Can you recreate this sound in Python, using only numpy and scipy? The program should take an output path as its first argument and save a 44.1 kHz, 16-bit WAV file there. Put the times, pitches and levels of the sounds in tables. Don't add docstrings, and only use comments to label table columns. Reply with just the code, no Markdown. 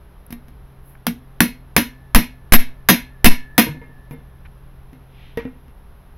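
import sys
import numpy as np
from scipy import signal
from scipy.fft import rfft, irfft, next_fast_len
from scipy.io import wavfile

SR = 44100
rng = np.random.default_rng(int(sys.argv[2]) if len(sys.argv) > 2 else 0)


def waveform_to_disk(signal):
    frames = np.transpose(np.atleast_2d(signal))
    scaled = np.clip(frames, -1, 1) * 32767
    samples = np.round(scaled).astype(np.int16)
    wavfile.write(sys.argv[1], SR, samples)


N = 272449
TIME = np.arange(N) / SR
AGE = np.arange(int(.6 * SR)) / SR
CUTOFF_HZ = 15900


def from_db(db):
    return 10 ** (np.asarray(db) / 20)


def at_hz(points, hz):
    where, value = np.transpose(points)
    return np.interp(np.log(np.maximum(hz, 1)), np.log(where), value)


def fade(age, t60):
    return np.exp(-np.log(1000) * age / t60)


def add(out, start_s, sound):
    start = round(start_s * SR)
    part = sound[..., :N - start]
    out[:, start:start + part.shape[-1]] += part


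def wavering(hz, waver, count):
    turns_s = np.linspace(0, TIME[-1], count)
    drift = waver * np.interp(TIME, turns_s, rng.standard_normal(count))
    return np.sqrt(2) * np.sin(2 * np.pi * hz * TIME + drift)


# frequency in Hz, likeness (1 is identical).
STEREO_LIKENESS = [(100, 1), (400, 1), (1000, 0.99), (3000, 0.99), (7000, 0.88), (15000, 0.25)]
def noise(spectrum, size=len(AGE), low_hz=10, high_hz=SR / 2, colour=1, width=1):
    hz = np.fft.rfftfreq(size, 1 / SR)
    mid, side = rfft(rng.standard_normal((2, size)))
    alike = np.clip(1 - width * (1 - at_hz(STEREO_LIKENESS, hz)), 0, 1)
    pair = np.sqrt(1 + alike) * mid + np.sqrt(1 - alike) * side * [[1], [-1]]
    gain = colour * from_db(at_hz(spectrum, hz)) * (hz >= low_hz) * (hz < high_hz)
    return irfft(pair * gain, size) * np.sqrt(SR) / 2


def struck(modes, spread_db, hardness_hz=SR):
    hz, db, t60 = np.transpose(modes)[:, :, None]
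    gain = from_db(db + spread_db * rng.standard_normal(hz.shape)) / np.hypot(1, hz / hardness_hz)
    return np.sum(gain * np.sin(2 * np.pi * hz * AGE) * fade(AGE, t60), axis=0)


# frequency in Hz, level in dB per Hz.
YARD_AIR = [(20, -62), (55, -61), (100, -76.5), (160, -78), (250, -82), (450, -86.5), (1000, -87.5),
            (1600, -93), (2200, -98), (4000, -103), (7000, -110), (11500, -110), (16000, -114)]
# pitch in Hz, rms level in dB.
HUM_TONES = [(70, -53), (173, -59.5), (404, -65.5)]
def yard(idle_db=-56.5, running_db=-49, on_s=0.37, off_s=5.34, rise_s=0.066, fall_s=.5):
    hum = sum(from_db(db) * wavering(hz, waver=0.52, count=60) for hz, db in HUM_TONES)
    running = np.clip(np.minimum((TIME - on_s) / rise_s, 1 - (TIME - off_s) / fall_s), 0, 1)
    drone = from_db(idle_db + running * (running_db - idle_db)) * wavering(hz=131, waver=0.69, count=60)
    air = noise(YARD_AIR, size=next_fast_len(N), width=.15)[:, :N]
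    return air + hum + drone


# middle in seconds, half length in seconds, level in dB, band centre in Hz.
SCUFFS = [(0.266, 0.0011, -43, 12300), (.326, 0.0021, -38, 12300), (0.894, .05, -59, 12300),
          (0.954, 0.0023, -44.5, 1370), (4.127, 0.019, -55.5, 12500), (4.461, 0.0083, -45.5, 1790),
          (5.244, .11, -53, 2607)]
def scuffs(half_width_octaves=0.45):
    out = np.zeros(N)
    ratio = 2 ** half_width_octaves
    for middle_s, half_s, db, hz in SCUFFS:
        band = signal.butter(2, [hz / ratio, hz * ratio], "band", fs=SR, output="sos")
        hiss = signal.sosfilt(band, rng.standard_normal(N))
        out += from_db(db) * hiss / hiss.std() * np.exp(-((TIME - middle_s) / half_s) ** 2)
    return out


# frequency in Hz, level in dB per Hz.
CLATTER_SPECTRUM = [(150, -39), (400, -47), (800, -47), (2000, -41), (4000, -48), (6500, -47),
                    (9000, -50.5), (12000, -58), (16000, -55.5)]
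def clatter(t60, colour=1):
    return noise(CLATTER_SPECTRUM, colour=colour) * fade(AGE, t60)


# pitch in Hz, level in dB, ring time in seconds.
LANDING_MODES = [(150.7, -32.5, 0.3), (197, -30, 0.12), (255.9, -25.5, 0.15), (316.5, -38, 0.18),
                 (460.4, -30.5, 0.16), (511, -44, 0.2), (623, -40.5, 0.044), (940, -38, 0.17),
                 (1340, -56, 0.098), (1776, -64, 0.12), (1900, -41, 0.15), (2130, -34.5, 0.24),
                 (2390, -35, 0.091), (2716, -43.5, 0.23), (3553, -53, 0.44)]
# start in seconds, level in dB, hardness in Hz (higher is brighter).
ROCKING_BOUTS = [(3.668, 0, 796), (3.816, -14.5, 1400), (4.11, -9, 1500), (4.93, -23.5, 2000),
                 (5.3741, -0.5, 2640), (5.681, -27.5, 1500)]
def gearbox_rocking(period_s=.079, loss_db=8.5, softening=0.42, rattle_db=-24):
    out = np.zeros((2, N))
    for start_s, db, first_hardness_hz in ROCKING_BOUTS:
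        for landing in range(3):
            hardness_hz = first_hardness_hz * softening ** landing
            lowpass = signal.butter(2, hardness_hz, fs=SR)
            for late_s, edge_db in ((0, 0), (.023, -8)):
                rattle = from_db(rattle_db) * signal.lfilter(*lowpass, clatter(t60=0.23))
                knock = struck(LANDING_MODES, spread_db=7.5, hardness_hz=hardness_hz)
                gain = from_db(db - landing * loss_db + edge_db)
                add(out, start_s + landing * period_s + late_s, gain * (knock + rattle))
    return out


# start in seconds, level in dB.
TIP_TOUCHES = [(.306, -29), (.327, -23.5), (.483, -38.5), (4.11, -35), (4.931, -42.5), (5.373, -26),
               (5.681, -47)]
def tip_touches(ring_db=-9, boom_db=-4.5):
    out = np.zeros((2, N))
    for start_s, db in TIP_TOUCHES:
        ring = noise(STEEL_SPECTRUM) * fade(AGE, t60=0.1) + gearbox_ring(spread_db=1.5)
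        click = clatter(t60=0.013) + from_db(ring_db) * ring
        boom = from_db(boom_db) * tub_boom(spread_db=1.5)
        add(out, start_s, from_db(db) * (click + boom))
    return out


# pitch in Hz, relative level in dB.
SHAFT_TONES = [(1694, -6.5), (1739, 2), (1793, -11.5), (1848, -11.5)]
def shaft_ring(t60=2.1):
    tone = sum(from_db(db) * wavering(hz, waver=2.8, count=150) for hz, db in SHAFT_TONES)
    power = sum((TIME > start_s) * (from_db(db) * fade(np.abs(TIME - start_s), t60)) ** 2
                for start_s, _, _, db, _ in HAMMER_BLOWS)
    return tone * np.sqrt(power)


# frequency in Hz, relative level in dB.
THUD_SPECTRUM = [(60, -50), (100, -42), (135, -42.5), (190, -26.5), (250, -34), (320, -34), (400, -53.5),
                 (700, -71)]
def tub_thud(t60=0.16):
    decay = fade(AGE, t60)
    knock = noise(THUD_SPECTRUM) * decay
    return knock / np.sqrt(np.mean(knock ** 2) / np.mean(decay ** 2))


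# pitch in Hz, level in dB, ring time in seconds.
TUB_MODES = [(171.7, -5, 0.13), (205, -17.5, 0.17), (237.6, -1, 0.21), (256.6, -17, 0.4),
             (289.3, -14.5, 0.15), (316.1, -24, 0.21), (459.7, -22.5, 0.25)]
def tub_boom(spread_db):
    return struck(TUB_MODES, spread_db)


# pitch in Hz, level in dB, ring time in seconds.
GEARBOX_MODES = [(709, -14, 0.11), (968.4, -22.5, 0.086), (977, -23.5, 0.26), (1150, -18.5, 0.12),
                 (1324, -30, 0.052), (1616, -22.5, 0.18), (1720, -20.5, 0.11), (1853, -19, 0.2),
                 (2090, -25.5, 0.31), (2207, -21.5, 0.29), (2370, -25.5, 0.16), (2550, -28, 0.3),
                 (2720, -22, 0.16), (3640, -29, 0.18), (3800, -26.5, 0.22), (3780, -23, .2),
                 (4224, -22.5, 0.26), (4940, -33, 0.18), (5370, -28.5, .18), (5469, -26.5, .18),
                 (6140, -32.5, 0.1), (6340, -28, 0.093), (10810, -35, 0.19), (11614, -31.5, 0.18),
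                 (12100, -29, .14)]
def gearbox_ring(spread_db):
    return struck(GEARBOX_MODES, spread_db)


# frequency in Hz, level in dB per Hz.
STEEL_SPECTRUM = [(150, -63.5), (400, -49.5), (1200, -51.5), (2200, -47), (4000, -53), (6000, -50.5),
                  (9000, -54.5), (11500, -55), (13000, -47), (15500, -56.5)]
# frequency in Hz, ring time in seconds.
STEEL_RING_TIMES = [(200, 0.16), (700, 0.2), (2500, 0.26), (5500, 0.23), (11000, 0.19), (15000, 0.15)]
def steel_ring(resonances):
    edges_hz = [100, 500, 1400, 4400, 9000, 13000, 18000]
    ring = 0
    for low, high in zip(edges_hz, edges_hz[1:]):
        band = noise(STEEL_SPECTRUM, low_hz=low, high_hz=high, colour=resonances)
        ring += band * fade(AGE, t60=at_hz(STEEL_RING_TIMES, np.sqrt(low * high)))
    return ring


def crowded_resonances(count=140, half_width_hz=19.0, uneven_db=2.5):
    hz = np.fft.rfftfreq(len(AGE), 1 / SR)
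    centres = (np.arange(count) + rng.random(count))[:, None] * CUTOFF_HZ / count
    heights = from_db(uneven_db * rng.standard_normal((count, 1)))
    power = np.sum(heights ** 2 / (1 + ((hz - centres) / half_width_hz) ** 2), axis=0)
    return np.sqrt(power / power.mean())


# start in seconds, pitch in Hz, level in dB, ring time in seconds.
GLANCING_PINGS = [(2.534, 12903, -3, .11), (2.8875, 6445, -10, .17), (3.5804, 708, -13, .15)]
def pings():
    out = np.zeros((2, N))
    for start_s, hz, db, t60 in GLANCING_PINGS:
        add(out, start_s, from_db(db) * np.sin(2 * np.pi * hz * TIME) * fade(TIME, t60))
    return out


# frequency in Hz, level in dB per Hz.
CRACK_SPECTRUM = [(150, -48), (600, -40.5), (2000, -36.5), (4000, -44.5), (8000, -48), (12000, -52.5),
                  (16000, -44.5)]
# start in seconds, force in dB, squareness in dB (more crack, less rebound),
# shaft ring in dB, size of the microphone's surge (1 is full scale).
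HAMMER_BLOWS = [(1.0676, -23, -2.5, -80, 0.17), (1.405, -7.5, 3.5, -67.5, 0.42),
                (1.7648, -5, 2.5, -56, 0.37), (2.148, -3, 3, -60.5, 1.09),
                (2.5224, 1.5, -6.5, -61.5, 1.494), (2.888, 0.5, 1, -54, 0), (3.2447, 2.5, -3, -45.5, 1.468),
                (3.5799, -1, 1, -50.5, 0.17)]
def hammer(crack_s=0.0025, rebound_at_s=0.016, rebound_s=0.0058, build_s=0.0049):
    out = np.zeros((2, N))
    build = 1 - np.exp(-AGE / build_s)
    for start_s, force_db, square_db, _, _ in HAMMER_BLOWS:
        resonances = crowded_resonances()
        crack = from_db(6.5 + 0.38 * force_db + square_db) * np.exp(-(AGE / crack_s) ** 2)
        rebound_shape = np.exp(-((AGE - rebound_at_s) / rebound_s) ** 2)
        rebound = from_db(-6 + 1.2 * force_db - square_db) * rebound_shape
        tip = from_db(-4 + 0.51 * force_db) * clatter(t60=0.12, colour=resonances)
        ring = from_db(0.7 + force_db) * (steel_ring(resonances) + gearbox_ring(spread_db=2.5))
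        boom = from_db(-4 + 0.31 * force_db) * tub_boom(spread_db=-0.04)
        thud = from_db(-5 + .8 * force_db) * tub_thud()
        contact = (crack + rebound) * noise(CRACK_SPECTRUM)
        add(out, start_s, contact + tip + build * (ring + boom + thud))
    return out


def scene(left_lag_samples=0.26):
    left, right = (hammer() + pings() + shaft_ring() + tip_touches() + gearbox_rocking()
                   + scuffs() + yard())
    size = next_fast_len(N)
    delay = np.exp(-2j * np.pi * np.fft.rfftfreq(size) * left_lag_samples)
    late_left = irfft(rfft(left, size) * delay, size)[:N]
    return np.stack([late_left, right])


def microphone_surges(full_scale_swing_s=.011, stretch=2.39, slowing=0.52, settle=2.6):
    out = np.zeros((2, N))
    for start_s, _, _, _, height in HAMMER_BLOWS:
        if height > 0:
            progress = AGE / (full_scale_swing_s * height ** stretch)
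            swing = np.sin(np.pi * progress ** slowing)
            add(out, start_s, height * swing / (1 + (progress / settle) ** 4))
    return out


# centre in Hz, width in Hz, boost or cut in dB.
MICROPHONE_PORTS = [(4543, 190, -9.5), (7550, 1690, -22), (9770, 700, -9), (11200, 1880, 14.5)]
def record(dry):
    for hz, width_hz, db in MICROPHONE_PORTS:
        root_gain = from_db(db / 2)
        damping = np.tan(np.pi * width_hz / SR) * np.array([1, 0, -1])
        resonance = np.array([1, -2 * np.cos(2 * np.pi * hz / SR), 1])
        dry = signal.lfilter(resonance + damping * root_gain, resonance + damping / root_gain, dry)
    driven = dry + microphone_surges()
    clipped = driven / (1 + driven ** 8) ** (1 / 8)
    lowpass = signal.firwin(101, CUTOFF_HZ, fs=SR)
    return np.clip(signal.fftconvolve(clipped, lowpass[None], "same", axes=1), -1, 1)


dry = scene()
out = record(dry)
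waveform_to_disk(out)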